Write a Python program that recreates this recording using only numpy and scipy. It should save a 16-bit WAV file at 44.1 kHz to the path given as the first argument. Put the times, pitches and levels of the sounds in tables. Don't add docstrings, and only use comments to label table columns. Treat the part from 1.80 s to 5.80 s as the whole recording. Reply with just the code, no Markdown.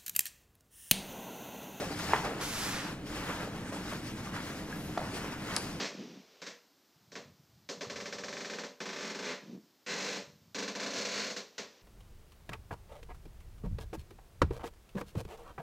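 import sys
import numpy as np
from scipy import signal
from scipy.fft import rfft, irfft
from scipy.io import wavfile
from scipy.ndimage import uniform_filter1d

SR = 44100
rng = np.random.default_rng(int(sys.argv[2]) if len(sys.argv) > 2 else 0)


def master(y):
    cut = np.clip(np.atleast_2d(y).T, -1, 1)
    pcm = np.round(cut * 32767)
    wavfile.write(sys.argv[1], SR, pcm.astype(np.int16))


N = 176400
HZ, TIME = np.fft.rfftfreq(N, 1 / SR), np.arange(N) / SR


def denim():
    # peak time, rise and fall in seconds, then flap, rub and hiss levels in dB.
    strokes = [(0.009, 0.037, 0.12, -38.5, -42.5, -43.5), (0.119, 0.019, 0.1, -48, -47.5, -47.5),
               (0.198, 0.025, 0.3, -47.5, -43.5, -42), (0.345, 0.065, 0.071, -40, -35, -46),
               (0.452, 0.016, 0.038, -38, -36.5, -46.5), (0.504, 0.045, 0.068, -35.5, -41, -54.5),
               (0.592, 0.035, 0.12, -43, -47.5, -51.5), (1.087, 0.12, 0.066, -57, -43.5, -48),
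               (1.27, 0.011, .05, -60, -56, -50.5), (1.375, 0.084, 0.12, -47, -42.5, -45.5),
               (1.487, 0.017, 0.026, -40, -41.5, -59), (1.5, 0.085, 0.15, -44.5, -39.5, -46),
               (1.626, 0.046, 0.062, -41, -44, -49.5), (1.761, 0.056, 0.12, -49, -48, -53),
               (1.894, 0.068, 0.031, -58, -49, -54.5), (1.932, 0.01, 0.11, -49, -43.5, -48.5),
               (2.109, 0.079, 0.098, -49, -44, -45.5), (2.278, 0.054, 0.069, -60, -49.5, -48),
               (2.399, 0.049, 0.02, -60, -47.5, -49.5), (2.46, 0.045, 0.056, -53, -46, -49.5),
               (2.56, 0.038, 0.055, -50, -39, -47.5), (2.689, 0.1, 0.06, -52, -46, -46.5),
               (2.782, 0.065, 0.078, -51.5, -49.5, -49), (2.927, 0.064, 0.077, -52, -47.5, -53.5),
               (3.08, 0.25, 0.082, -50.5, -58, -53), (3.262, 0.16, 0.1, -48.5, -45.5, -50),
               (3.367, 0.039, 0.036, -42, -44.5, -44), (3.447, 0.11, 0.13, -49.5, -43.5, -48.5),
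               (3.525, 0.012, 0.02, -65, -44, -49), (3.745, 0.14, 0.062, -47.5, -40.5, -44.5),
               (3.835, 0.073, 0.17, -46, -47, -47)]
    # frequency in Hz, relative level in dB.
    flap_spectrum = [(60, -34), (200, -19), (400, 5.5), (600, 1), (800, -0.5), (1100, -17), (2000, -54),
                     (16000, -83)]
    rub_spectrum = [(200, -6.5), (600, -9.5), (900, -1.5), (1250, -1.5), (1650, -2.5), (2200, -7.5),
                    (3200, -13), (5000, -29), (16000, -55)]
    hiss_spectrum = [(500, -22), (2000, 2.5), (3300, 0.5), (5400, 0.5), (7000, -3.5), (9000, -6),
                     (11500, -8), (13500, -11), (16000, -19)]
    swell_shape = 1.56
    power = np.zeros((3, N))
    for peak, rise, fall, *levels in strokes:
        from_peak = abs(TIME - peak) / np.where(TIME < peak, rise, fall)
        swell = np.exp(-np.minimum(from_peak ** swell_shape, 20))
        power += (amp(levels)[:, None] * swell) ** 2
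    flap_gain, rub_gain, hiss_gain = np.sqrt(power)
    flap = friction(flap_spectrum, slips_per_s=560, spread_db=.5, share=.25, patchy_db=3)
    rub = friction(rub_spectrum, slips_per_s=1000, spread_db=2.5, share=.17, patchy_db=1.04)
    hiss = friction(hiss_spectrum, slips_per_s=2500, spread_db=-.5, share=.22, patchy_db=1.46)
    return flap_gain * amp(-1.5) * flap + rub_gain * rub + hiss_gain * pan(3.5) * hiss


def swishes():
    # peak time and half length in seconds, band centre in Hz, level in dB.
    glides = [(1.883, .04, 7600, -56), (1.958, .04, 7900, -54), (3.02, 0.13, 11500, -57),
              (3.355, 0.049, 9000, -54)]
    half_width_hz = 2600
    out = np.zeros((2, N))
    for peak, half_length, hz, db in glides:
        band = stereo_noise(np.exp(-((HZ - hz) / half_width_hz) ** 2))
        out += amp(db) * np.exp(-((TIME - peak) / half_length) ** 2) * band
    return out


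def bag():
    # time in seconds, drag on the wood in dB, hiss of the film in dB.
    slide = [(.595, -50, -64), (0.614, -38.5, -41.5), (.645, -42, -40.5), (.68, -44.5, -41.5),
             (.76, -41.5, -40.5), (.84, -38.5, -39.5), (.9, -40, -40.5), (.93, -38, -42.5),
             (.98, -39.5, -44), (1.05, -44, -52), (1.13, -55, -72)]
    # frequency in Hz, relative level in dB.
    drag_spectrum = [(100, -10), (400, -4.5), (700, -4.5), (1000, -1), (1600, -0.5), (2200, -5),
                     (3200, -7.5), (5000, -11), (16000, -55)]
    film_spectrum = [(600, -42), (2200, 1.5), (3500, 1), (5500, 3.5), (7500, 0.5), (9500, -6),
                     (12000, -7.5), (16000, -36)]
    sizzle_spectrum = [(5000, -30), (8000, -7), (10000, -1), (12600, 0), (13800, -6), (16000, -9)]
    full_film_db, full_sizzle_db, sizzle_growth = -40, -45.3, 1.8
    times, *levels = np.transpose(slide)
    drag_gain, film_gain = (amp(np.interp(TIME, times, db, left=-120, right=-120)) for db in levels)
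    sizzle_gain = amp(full_sizzle_db) * (film_gain / amp(full_film_db)) ** sizzle_growth
    sizzle = friction(sizzle_spectrum, slips_per_s=3000, spread_db=1, share=.2, patchy_db=1, side=-.75)
    drag = friction(drag_spectrum, slips_per_s=1600, spread_db=-1.5, share=.11, patchy_db=.8, side=-.57)
    film = friction(film_spectrum, slips_per_s=3000, spread_db=5, share=.15, patchy_db=.7, side=-.85)
    return drag_gain * pan(.2) * drag + film_gain * pan(-.8) * film + sizzle_gain * sizzle


def knocks():
    # start in seconds, level in dB, thud pitch in Hz, thud T60 in seconds,
    # crack level relative to the thud in dB, top of the crack in Hz.
    bumps = [(.109, -30, 395, 0.037, -25, 3000), (.123, -29, 730, 0.012, -17, 3000),
             (.197, -26.5, 1380, 0.011, -5, 5000), (0.294, -26, 830, 0.014, -18, 3000),
             (.3345, -3.3, 940, .0085, -9, 2100), (.3365, -20, 1800, .01, -10, 3000),
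             (.3425, -23, 1800, .012, -10, 3000), (.3625, -24, 1300, 0.0056, -3, 5000),
             (1.49, -31, 464, 0.035, -25, 2000), (1.675, -27, 575, 0.012, -24, 3000),
             (1.924, -25, 580, 0.011, -9, 3000), (1.968, -33, 870, 0.02, -20, 4000),
             (2.125, -27, 610, 0.017, -18, 4000), (2.134, -25.5, 1060, 0.0062, -5, 4000),
             (2.472, -31.5, 1180, 0.017, -25, 3000), (2.927, -31.5, 1665, 0.041, -20, 2980),
             (3.175, -16.3, 700, .016, -13, 4500), (3.178, -21, 1250, .01, -6, 5000),
             (3.192, -30, 720, .03, -25, 2000), (3.208, -29, 630, 0.026, -25, 2000),
             (3.216, -25, 756, 0.012, -18, 3000), (3.444, -28.5, 494, 0.018, -25, 3000)]
    # frequency in Hz, relative level in dB, T60 in seconds.
    wood_modes = [(427, -18.5, 0.02), (438, -16.5, 0.038), (727, -33, 0.05), (903, -35, 0.18),
                  (1070, -34, 0.062), (1466, -34, 0.018), (1906, -20, 0.02)]
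    contact_rise_s, spread_s, crack_t60_s = .0002, .0046, .016
    spot_spread_db = -2
    out, t = np.zeros(N), np.arange(SR // 6) / SR
    for start, db, hz, t60, crack_db, crack_hz in bumps:
        wood = sum(amp(spot_spread_db * rng.standard_normal()) * ring([mode], t) for mode in wood_modes)
        wood *= 1 - np.exp(-t / spread_s)
        crack = signal.lfilter(*signal.butter(3, crack_hz, fs=SR), rng.standard_normal(len(t)))
        crack *= amp(crack_db - 60 * t / crack_t60_s)
        blow = (ring([(hz, 0, t60)], t) + crack) * (1 - np.exp(-t / contact_rise_s))
        add(out, start, -amp(db) * (blow + wood))
    return signal.sosfilt(signal.butter(2, 260, "highpass", fs=SR, output="sos"), out)


def ticks():
    # start in seconds, level in dB, left over right in dB.
    hits = [(0.1898, -33, 2), (0.448, -38, -4), (0.636, -38, -3), (0.892, -33, 1), (3.7644, -13, 3)]
    # frequency in Hz, relative level in dB, T60 in seconds before the added damping.
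    ping_modes = [(4750, -16.5, .014), (5080, 5.5, 0.0087), (6300, 0, 0.0046), (7900, -0.5, 0.0045),
                  (9640, -2.5, 0.006), (10300, -3, 0.0054)]
    # delay in seconds, level relative to the direct ping in dB.
    echoes = [(.0017, -13), (.0075, -20), (.0126, -19), (.017, -23)]
    damping_t60_s, scatter_db, scatter_t60_s = .007, -21, .015
    bend_hz, bend_peak_s, bend_db = 2100, .00275, -17.5
    out, t = np.zeros((2, N)), np.arange(SR // 25) / SR
    age = t / bend_peak_s
    bend = np.sin(8 * np.pi * bend_hz * bend_peak_s / (1 + age)) * age * np.exp(1 - age)
    ping = ring(ping_modes, t) * amp(-60 * t / damping_t60_s)
    ping = signal.lfilter(*signal.butter(3, 3400, "highpass", fs=SR), ping)
    for start, db, side_db in hits:
        paths = unit(rng.standard_normal((2, len(t))))
        paths *= amp(scatter_db - 60 * t / scatter_t60_s) * (t > .0008)
        paths[:, 0] = 1
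        for delay, echo_db in echoes:
            paths[:, round(delay * SR)] += amp(echo_db)
        tick = signal.fftconvolve(paths, ping[None], axes=1)[:, :len(t)]
        add(out, start, amp(db) * pan(side_db) * (tick / 2 + amp(bend_db) * bend))
    return signal.sosfilt(signal.cheby1(8, 1, 10960, fs=SR, output="sos"), out)


def room(x, early_db, early_t60_s, tail_db):
    # frequency in Hz, T60 of the tail in seconds.
    decay = [(100, 0.47), (500, 0.5), (1500, 0.4), (5000, 0.37), (15000, 0.47)]
    t = TIME[:SR // 2]
    early, tail = rng.standard_normal((2, 2, len(t)))
    hz, frame_s, frames = signal.stft(tail, SR, nperseg=256)
    frames *= amp(-60 * frame_s / read(decay, hz)[:, None])
    tail = signal.istft(frames, SR, nperseg=256)[1][:, :len(t)] * (t > .008)
    early = early * amp(-60 * t / early_t60_s) * (t > .003)
    reflections = amp(early_db) * unit(early) + amp(tail_db) * unit(tail)
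    response = mic_pair(reflections)[:, :len(t)] / np.sqrt(len(t))
    return x + signal.fftconvolve(np.atleast_2d(x), response, axes=1)[:, :N]


def air():
    # frequency in Hz, relative level in dB.
    rumble_spectrum = [(15, -9), (30, -17), (38, -19), (47, 1.5), (68, -15), (85, -2.5), (120, -1.5),
                       (200, 0.5), (235, -3), (310, -2.5), (360, -9.5), (550, -13.5), (1000, -22),
                       (2500, -24.5), (6000, -36.5), (12000, -40.5), (16000, -50)]
    # centre in Hz, width in Hz, level in dB.
    drones = [(177.8, 14, -57.5), (299, 30, -53)]
    out = amp(-42) * stereo_noise(amp(read(rumble_spectrum, HZ)))
    for hz, width, db in drones:
        out += amp(db) * stereo_noise(1 / (1 + (2 * (HZ - hz) / width) ** 2))
    return out


def friction(spectrum, slips_per_s, spread_db, share, patchy_db, side=1):
    slips = rng.standard_normal((2, N)) * amp(spread_db * np.minimum(rng.exponential(1, N), 4))
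    slips *= rng.random(N) < slips_per_s / SR
    rub = np.sqrt(share) * unit(slips) + np.sqrt(1 - share) * rng.standard_normal((2, N))
    frames = signal.stft(rub, nperseg=512)[2]
    patches = rng.standard_normal(frames.shape[1:])
    for axis in (0, 1):
        patches = uniform_filter1d(patches, size=6, axis=axis)
    rub = signal.istft(frames * amp(patchy_db * unit(patches)), nperseg=512)[1][:, :N]
    return unit(mic_pair(rub, amp(read(spectrum, HZ)), side))


def mic_pair(x, gain=1, side=1):
    # frequency in Hz, left-right correlation from 0 to 1.
    likeness = [(60, 0.99), (300, 0.99), (640, 0.94), (1400, 0.84), (2300, 0.79), (3300, 0.85),
                (6800, 0.58), (10000, 0.26), (15000, 0.59)]
    # frequency in Hz, lead of the nearer microphone in radians for a side of 1 or -1.
    lead = [(100, 0), (1600, 0.3), (2400, 1.5), (3500, 1.66), (5000, 1.56), (7000, 1.5), (10000, 3),
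            (15000, 4.5)]
    same = read(likeness, HZ)
    shared, apart = rfft(x, N) * gain * np.sqrt([(1 + same) / 2, (1 - same) / 2])
    right_lag = np.exp(-1j * side * read(lead, HZ))
    return irfft([shared + apart, (shared - apart) * right_lag], N)


def stereo_noise(gain):
    return unit(mic_pair(rng.standard_normal((2, N)), gain))


def ring(modes, t):
    return sum(amp(db - 60 * t / t60) * np.sin(2 * np.pi * hz * t) for hz, db, t60 in modes)


def amp(db):
    return 10 ** (np.asarray(db) / 20)


def unit(x):
    return x / np.sqrt(np.mean(x ** 2) + 1e-20)


def read(points, hz):
    point_hz, value = np.transpose(points)
    return np.interp(np.log(hz + 1), np.log(point_hz + 1), value)


def add(mix, start_s, sound):
    part = mix[..., round(start_s * SR):][..., :sound.shape[-1]]
    part += sound[..., :part.shape[-1]]


def pan(db):
    return amp(np.array([[db / 2], [-db / 2]]))


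def scene():
    return (denim() + swishes() + bag() + air()
            + room(knocks(), early_db=-12, early_t60_s=.057, tail_db=-10.5)
            + room(ticks(), early_db=-9, early_t60_s=.02, tail_db=-7.5))


def record(dry):
    lowpass = signal.firwin(511, 15780, window=("kaiser", 9), fs=SR)
    return signal.oaconvolve(dry, lowpass[None], "same")


dry = scene()
out = record(dry)
master(out)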